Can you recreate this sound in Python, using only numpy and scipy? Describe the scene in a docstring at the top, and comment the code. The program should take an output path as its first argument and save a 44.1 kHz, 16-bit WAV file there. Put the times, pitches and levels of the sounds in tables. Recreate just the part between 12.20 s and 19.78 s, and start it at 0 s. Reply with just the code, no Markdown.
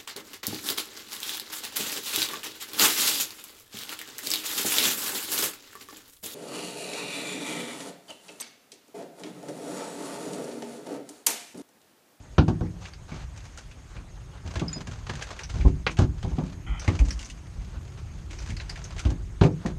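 """Old backing is pried and torn off the steel panels inside a stripped car, heard from a small microphone in the cabin.
Glue and fibre snap loose in bursts of tiny cracks, and blows boom as ringing modes of the shell.
The stiff sheet scrapes as gritty noise and rasps once; a steel tool rings twice as fading sine waves.
Behind it, the shell rumbles as low, lumpy noise and a faint hiss runs throughout."""
import sys
import numpy as np
from scipy import signal
from scipy.io import wavfile
from scipy.ndimage import uniform_filter1d

SR = 44100
rng = np.random.default_rng(int(sys.argv[2]) if len(sys.argv) > 2 else 0)


def digitize_waveform(pressure):
    """Quantize a signal to 16-bit integers and store it at the path in sys.argv[1].

    Rows of a 2-D input are taken as channels; values are limited to [-1, 1].
    """
    field = np.atleast_2d(pressure).T
    bounded = np.clip(field, -1, 1)
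    quanta = np.round(bounded * 32767).astype(np.int16)
    wavfile.write(sys.argv[1], SR, quanta)


N = 334322  # length in samples

# Spectrum of the steady background hiss: pitch_hz, relative_level_db (per Hz)
AIR_SPECTRUM = [(120, -33.5), (200, -6.5), (600, -4), (2100, -10.5), (3900, -16), (6000, -17), (6500, -9),
                (7000, -17), (9400, -23), (10700, -32), (11900, -28), (16000, -55)]
AIR_DB = -56

# Loudness of the shell as weight shifting in it shakes it: time_s, level_db
RUMBLE_LEVEL = [(0, -43), (2, -42), (2.4, -39), (3.2, -43), (3.4, -34), (3.7, -39.5), (4.42, -36),
                (4.48, -37.5), (5, -40), (7.4, -35), (7.58, -28)]
# Spectrum of that rumble: pitch_hz, relative_level_db (per Hz)
RUMBLE_SPECTRUM = [(12, -49), (20, -17.5), (38, 3), (87, -3), (166, -12.5), (206, -19.5), (400, -25.5),
                   (520, -67), (880, -120)]

# Modes of the steel tool as it rings: start_s, pitch_hz, level_db, undamped_60_db_fade_s
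TOOL_MODES = [(2.481, 5010, -30.5, 0.093), (2.483, 5130, -25, 0.026), (2.53, 6940, -26.5, 0.066),
              (2.535, 4995, -38.5, 2.2)]
DAMPED_AFTER_S = 0.047  # a hand or the panel then damps the tool

# One dull, banded rasp as the sheet slides: start_s, end_s, level_db
RASP_STROKE = (4.464, 4.63, -45.5)
# Fixed bands of the sheet that colour the rasp: pitch_hz, relative_level_db
SHEET_BANDS = [(860, -0.5), (1320, 2.5), (2000, 1), (2400, -1), (3120, 1)]

# Strokes of the sheet dragging on steel: start_s, end_s, level_db, tilt_db (crisp above zero, dull below)
SCRAPE_STROKES = [(0.603, 0.716, -46, 2), (0.876, 1.059, -45, -2), (1.145, 1.463, -54, 5),
                  (1.69, 1.83, -53.5, -3), (2.126, 2.223, -54.5, -8.5), (2.242, 2.654, -47.5, 0.5),
                  (2.653, 2.877, -51, -0.5), (2.855, 3.27, -44.5, -1), (3.285, 3.525, -46, 1.8),
                  (3.695, 3.754, -45, 7), (3.769, 3.871, -40, -3), (3.973, 4.382, -55, 0),
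                  (4.61, 4.791, -42.5, 0.5), (4.776, 5.12, -51, 8.5), (5.142, 6.106, -59.5, 1),
                  (5.525, 5.603, -54.5, -9), (5.771, 5.812, -48.5, -4), (6.092, 6.367, -46.5, 4),
                  (6.376, 6.928, -47.5, 0.3), (7.206, 7.291, -38, -1), (7.402, 7.55, -50.5, -6)]
SLIPS_PER_S = 43
CRISP_DB, DULL_DB, DULL_PER_TILT = -5, 0.46, 0.72  # dull and crisp parts, against the middle
MOST_CRACKLE, CRACKLE_GROWS_S = 0.64, 0.17  # quick swipes are smooth; long pulls break into slips

# Blows on the shell: start_s, peak_db (before the knock is added), nearest_panel_pitch_hz
SHELL_BLOWS = [(0.181, -5.5, 111), (0.279, -11.5, 117), (0.408, -17.5, 110), (0.918, -28.5, 122),
               (1.758, -31, 79), (2.248, -27, 96), (2.354, -21.5, 91), (2.415, -20, 149),
               (2.558, -30.5, 172), (2.671, -27, 99), (2.891, -25, 99), (3.339, -22.5, 87.5),
               (3.388, -20, 73.4), (3.447, -4.5, 77.4), (3.666, -25, 124), (3.787, -7.5, 102),
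               (3.819, -13.5, 80), (4.039, -20, 91), (4.11, -21.5, 77), (4.181, -20, 178),
               (4.466, -19.5, 51), (4.677, -10.5, 94.6), (4.794, -8, 53.4), (4.859, -22, 56),
               (5.35, -27, 50), (5.553, -29, 79), (6.289, -25.5, 90), (6.85, -10.5, 75.6),
               (6.909, -25, 103), (7.212, -4, 121), (7.244, -12.5, 142), (7.449, -22, 164)]
# Modes of the shell before each blow varies them: pitch_hz, relative_level_db, plain_60_db_fade_s
SHELL_MODES = [(47.63, 0.5, 0.42), (59.27, 3, 0.36), (72.7, -4.5, 0.24), (90.96, 1, 0.26), (109, 1.5, 0.21),
               (137.3, -1.5, 0.24), (156.46, 3, 0.37), (185.5, -2, 0.47), (246.2, 5.5, 0.19),
               (297.4, -1, 0.28), (362.3, -2.5, 0.24), (491.3, -8.5, 0.21), (634, -7.5, 0.098),
               (759.5, -7, 0.093), (864, -8.5, 0.12), (1106, -7.5, 0.097)]
# Small, high-pitched panels are stiffer and wake more upper modes
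UPPER_DB, UPPER_DB_PER_OCTAVE, PLAIN_PANEL_HZ = -9.5, 12, 100.6
# Hard blows are damped sooner by the hand behind them: fade factor of a 0 dB blow, and its growth per dB below
RING_AT_0_DB, RING_LONGER_PER_DB = 1.028, 0.017

# Glue and fibre snapping loose: start_s, peak_db (of the middle band), crisp_edge_db, freed_patch_pitch_hz
GLUE_SNAPS = [(0.1825, -17, -18, 1300), (0.2818, -32, -6.5, 1420), (0.409, -39, -11, 1390),
              (0.6549, -31, -7, 2500), (0.7362, -39, -7, 4730), (0.9185, -35, -9, 2190),
              (1.3758, -37, 13, 1450), (1.514, -39, -1, 2540), (1.7663, -38.5, -6, 2460),
              (2.3393, -39, 1, 1460), (2.357, -26, -4, 1670), (2.3964, -26, -8, 1410),
              (2.529, -37, -21, 3440), (2.6725, -32.5, 3, 1630), (2.7135, -37, 0, 1390),
              (2.8964, -21.5, -6, 1720), (2.955, -29, 0, 1600), (3.0242, -23.5, -1.5, 1670),
              (3.192, -27, -3, 1720), (3.2353, -35, -2, 5860), (3.4122, -31, -10, 2330),
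              (3.6666, -11.5, -23, 2460), (3.771, -29, -2, 2700), (3.7885, -22, -2, 1430),
              (4.029, -32, 1, 3150), (4.1864, -33.5, -10, 1650), (4.5969, -35, 4, 6000),
              (4.6789, -18.5, -4, 2100), (4.791, -23.5, 3, 2400), (4.9072, -28.5, 2.5, 5500),
              (4.993, -28.5, 10, 2840), (5.048, -48, 11, 6300), (5.1002, -32, 15, 2870),
              (6.11, -35, 10, 2540), (6.188, -37.5, -3, 5640), (6.3041, -31.5, 2, 2210),
              (6.3674, -34, 0, 4420), (6.4004, -27.5, -15, 3750), (6.496, -30, 2, 4900),
              (6.558, -33, -4, 1850), (6.642, -43.5, 11, 6450), (6.7815, -31, 0, 1890),
              (6.794, -26.5, 2, 1430), (6.8521, -27.5, -3, 2950), (6.9036, -36, 0, 1610),
              (7.213, -20, -28, 1380), (7.236, -20, -3, 2400), (7.4619, -26, 1, 1830)]
# A snap torn off by a blow knocks the panel too
KNOCK_WITH_BLOW_DB, KNOCK_ALONE_DB, WITH_BLOW_S = 3.5, -9.5, 0.015

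# Resonances of the panels that colour snaps and scrapes: pitch_hz, width_hz, boost_db
PANEL_RESONANCES = [(1597, 167, 1.5), (2200, 730, 2), (2560, 200, -0.5), (3360, 1300, -4.5),
                    (4800, 1500, 5.5), (6230, 890, 6)]
# Microphone response to those close sounds: pitch_hz, gain_db
MIC_RESPONSE = [(7000, 1.5), (9500, -10.5), (10500, -19.5), (13000, -29.5), (16000, -31.5)]
EDGE_HZ = 15800  # top of the final band


def amp(db):
    """Turns decibels into a plain multiplier."""
    return 10 ** (np.asarray(db) / 20)


def evened(x):
    """Scales a sound to an average (RMS) level of one."""
    return x / np.sqrt(np.mean(x ** 2) + 1e-20)


def read(points, hz):
    """Reads a curve between its points, along a logarithmic pitch scale."""
    f, value = np.transpose(points)
    return np.interp(np.log(hz + 1), np.log(f + 1), value)


def add(mix, s, sound):
    """Adds a sound to the mix at a time in seconds."""
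    part = mix[round(s * SR):][:len(sound)]
    part += sound[:len(part)]


def band(x, lo_hz, hi_hz, order=3):
    """Keeps the part of a sound between two pitches."""
    return signal.sosfilt(signal.butter(order, [lo_hz, hi_hz], "bandpass", fs=SR, output="sos"), x)


def colour(x, gain_db):
    """Filters with a gain given on 1025 bins; phase worked out from the log gain makes it causal."""
    log_gain = np.log(amp(gain_db))
    circle = np.r_[log_gain, log_gain[-2:0:-1]]
    taps = np.fft.ifft(np.exp(np.conj(signal.hilbert(circle)))).real
    return signal.oaconvolve(x, taps)[:len(x)]


def hiss(shape, patchy_db, size):
    """Noise of a given spectrum whose level drifts in patches of time and pitch."""
    hz = np.fft.rfftfreq(size, 1 / SR)
    frames = N * 4 // size + 5
    real, imaginary, patches = rng.standard_normal((3, len(hz), frames))
    patches = uniform_filter1d(patches, size=9, axis=0)
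    patches = evened(uniform_filter1d(patches, size=9, axis=1))
    level_db = read(shape, hz)[:, None] + patchy_db * patches
    spectrum = (real + 1j * imaginary) * amp(level_db)
    noise = signal.istft(spectrum, nperseg=size, noverlap=size * 3 // 4)[1]
    return evened(noise[:N])


def three_bands(x, dull, middle, crisp):
    """Splits a broad sound into its dull, middle and crisp parts and weighs each."""
    dull_part = dull * evened(band(x, 330, 1547))
    middle_part = middle * evened(band(x, 1460, 3670))
    crisp_part = crisp * evened(band(x, 6060, 15400))
    return dull_part + middle_part + crisp_part


def air():
    """Faint background hiss: broad noise with small drifting patches."""
    return amp(AIR_DB) * hiss(AIR_SPECTRUM, 2.2, size=512)


def rumble():
    """Weight shifting in the shell shakes it: low noise in slow lumps."""
    s, db = np.transpose(RUMBLE_LEVEL)
    level = amp(np.interp(np.arange(N) / SR, s, db))
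    return level * hiss(RUMBLE_SPECTRUM, 2.85, size=4096)


def tool():
    """Modes of hard steel ring as sine waves, cut short when touched."""
    out, t = np.zeros(N), np.arange(5000) / SR
    touched = np.maximum(t - DAMPED_AFTER_S, 0)
    damped_db = -np.minimum(2500 * touched, 16 + 300 * touched)  # a fast drop, then a slower fade
    onset = 1 - np.exp(-t / 0.00057)
    for s, hz, db, fade_s in TOOL_MODES:
        level = amp(db - 60 * t / fade_s + damped_db)
        add(out, s, level * np.sin(2 * np.pi * hz * t) * onset)
    return out


def rasp():
    """Friction noise of the sliding sheet, heard through a few of its fixed bands."""
    start, end, db = RASP_STROKE
    t, out = np.arange(0, end - start, 1 / SR), np.zeros(N)
    grit = rng.standard_normal(len(t))
    bands = np.zeros(len(t))
    for k, (hz, band_db) in enumerate(SHEET_BANDS):
        sign = (-1) ** k  # neighbouring bands take opposite signs
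        bands += sign * amp(band_db) * evened(band(grit, hz - 130, hz + 130, order=2))
    fade_in = np.minimum(t / 0.0023, 1)
    fade_out = np.minimum((t[-1] - t) / 0.04, 1)
    add(out, start, amp(db) * evened(bands) * fade_in * fade_out)
    return out


def scrape():
    """Grit dragged on steel: smooth in a rub, or in flurries of small slips that die in the cabin."""
    t = np.arange(N) / SR
    slip_sizes = amp(2.5 * np.minimum(rng.exponential(1, N), 4))
    slips = slip_sizes * (rng.random(N) < SLIPS_PER_S / SR)
    flurries = evened(signal.oaconvolve(slips, amp(-60 * t[:6000] / 0.049))[:N])
    grit = rng.standard_normal(N) * amp(2.0 * np.minimum(rng.exponential(1, N), 5))
    levels = np.zeros((3, N))  # dull, middle, crisp
    for start, end, db, tilt_db in SCRAPE_STROKES:
        shape = np.clip((t - start) / 0.016, 0, 1) * np.clip((end - t) / 0.04, 0, 1)
        crackle = np.clip(MOST_CRACKLE * (1 - np.exp(-(end - start) / CRACKLE_GROWS_S)), 0, 1)
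        dull_db = db + DULL_DB - DULL_PER_TILT * tilt_db
        crisp_db = db + CRISP_DB + tilt_db
        parts_db = [[dull_db], [db], [crisp_db]]
        levels += amp(parts_db) * shape * (1 - crackle + crackle * flurries)
    return three_bands(grit, *levels)


def blows():
    """Each blow rings the modes near its panel most; upper modes sound stronger on higher-pitched panels."""
    out, t = np.zeros(N), np.arange(SR // 2) / SR
    mode_hz, mode_db, fade_s = (column[:, None] for column in np.transpose(SHELL_MODES))
    upper = mode_hz > 200
    for s, peak_db, panel_hz in SHELL_BLOWS:
        pitch_chance, level_chance, phase_chance, beat_chance = rng.standard_normal((4, len(SHELL_MODES), 1))
        upper_db = UPPER_DB + UPPER_DB_PER_OCTAVE * np.log2(panel_hz / PLAIN_PANEL_HZ)
        ring = RING_AT_0_DB - RING_LONGER_PER_DB * peak_db
        hz = mode_hz * (1 + 0.0345 * pitch_chance)  # each blow's modes vary a little in pitch by chance
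        near = 1 / (1 + (np.log2(hz / panel_hz) / 0.42) ** 2) + 0.054

        life = t / (fade_s * ring)
        fall = amp(-60 * life) + 0.88 * amp(-200 * life)  # a strong first swing, then the ring
        swing = -np.sin(2 * np.pi * (hz * t + 0.13 * phase_chance))
        modes = amp(mode_db + 2.22 * level_chance) * fall * swing
        # close neighbours beat with each mode
        beat_hz = 0.0585 * (1 + abs(beat_chance)) * hz
        modes *= 1 + 0.63 * np.cos(2 * np.pi * beat_hz * t)
        # low-pitched panels start more slowly and wake fewer upper modes
        onset_s = 0.0021 * amp(-0.7 * upper_db)
        onset = 1 - np.exp(-t / onset_s)
        modes *= onset ** 2

        boom = (modes * near * ~upper).sum(0)
        knock = (modes * upper).sum(0)
        rattle = evened(band(rng.standard_normal(len(t)), 160, 818))
        rattle *= amp(-60 * t / (0.15 * ring)) * onset
        knock = knock / abs(knock).max() + 0.31 * rattle  # loose trim shakes with the panel
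        add(out, s, amp(peak_db) * (boom / abs(boom).max() + amp(upper_db) * knock))
    return out


def snaps():
    """Bursts of tiny cracks: sharp front, the ring of the freed patch, then a tail scattered in the cabin."""
    out, t = np.zeros(N), np.arange(6000) / SR
    blow_s = np.transpose(SHELL_BLOWS)[0]
    fall = amp(-60 * t / 0.12) + 0.76 * np.exp(-t / 0.0051)
    onset = 1 - np.exp(-t / 0.00062)
    for s, peak_db, edge_db, ring_hz in GLUE_SNAPS:
        with_blow = abs(blow_s - s).min() < WITH_BLOW_S
        knock_db = KNOCK_WITH_BLOW_DB if with_blow else KNOCK_ALONE_DB
        cracks = rng.standard_normal(len(t)) * amp(2.28 * rng.exponential(1, len(t)))
        burst = three_bands(cracks, amp(knock_db), 0.83, amp(edge_db))
        patch_ring = evened(band(cracks, ring_hz / 1.053, ring_hz * 1.07, order=1))
        burst += 0.73 * burst.std() * patch_ring
        snap = burst * fall * onset
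        middle_peak = abs(band(snap, 1500, 3390)).max()
        add(out, s - 0.0015, amp(peak_db) * snap / middle_peak)  # begins just ahead of the listed time
    return out


def scene():
    """Colours the close sounds by panels and microphone, then adds every other layer."""
    hz = np.fft.rfftfreq(2048, 1 / SR)
    panel_db = sum(db / (1 + (2 * (hz - f) / width) ** 2) for f, width, db in PANEL_RESONANCES)
    close = colour(snaps() + scrape(), panel_db + read(MIC_RESPONSE, hz) - 4.5)
    mix = air() + rumble() + tool() + rasp() + blows() + close
    return mix[None]


def record(dry):
    """The microphone drops the deepest bass; a steep filter then removes the highest treble."""
    thinned = signal.sosfilt(signal.butter(3, 34., "highpass", fs=SR, output="sos"), dry)
    treble_cut = signal.firwin(511, EDGE_HZ, window=("kaiser", 9), fs=SR)
    return signal.oaconvolve(thinned, treble_cut[None], "same")


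dry = scene()
out = record(dry)
digitize_waveform(out)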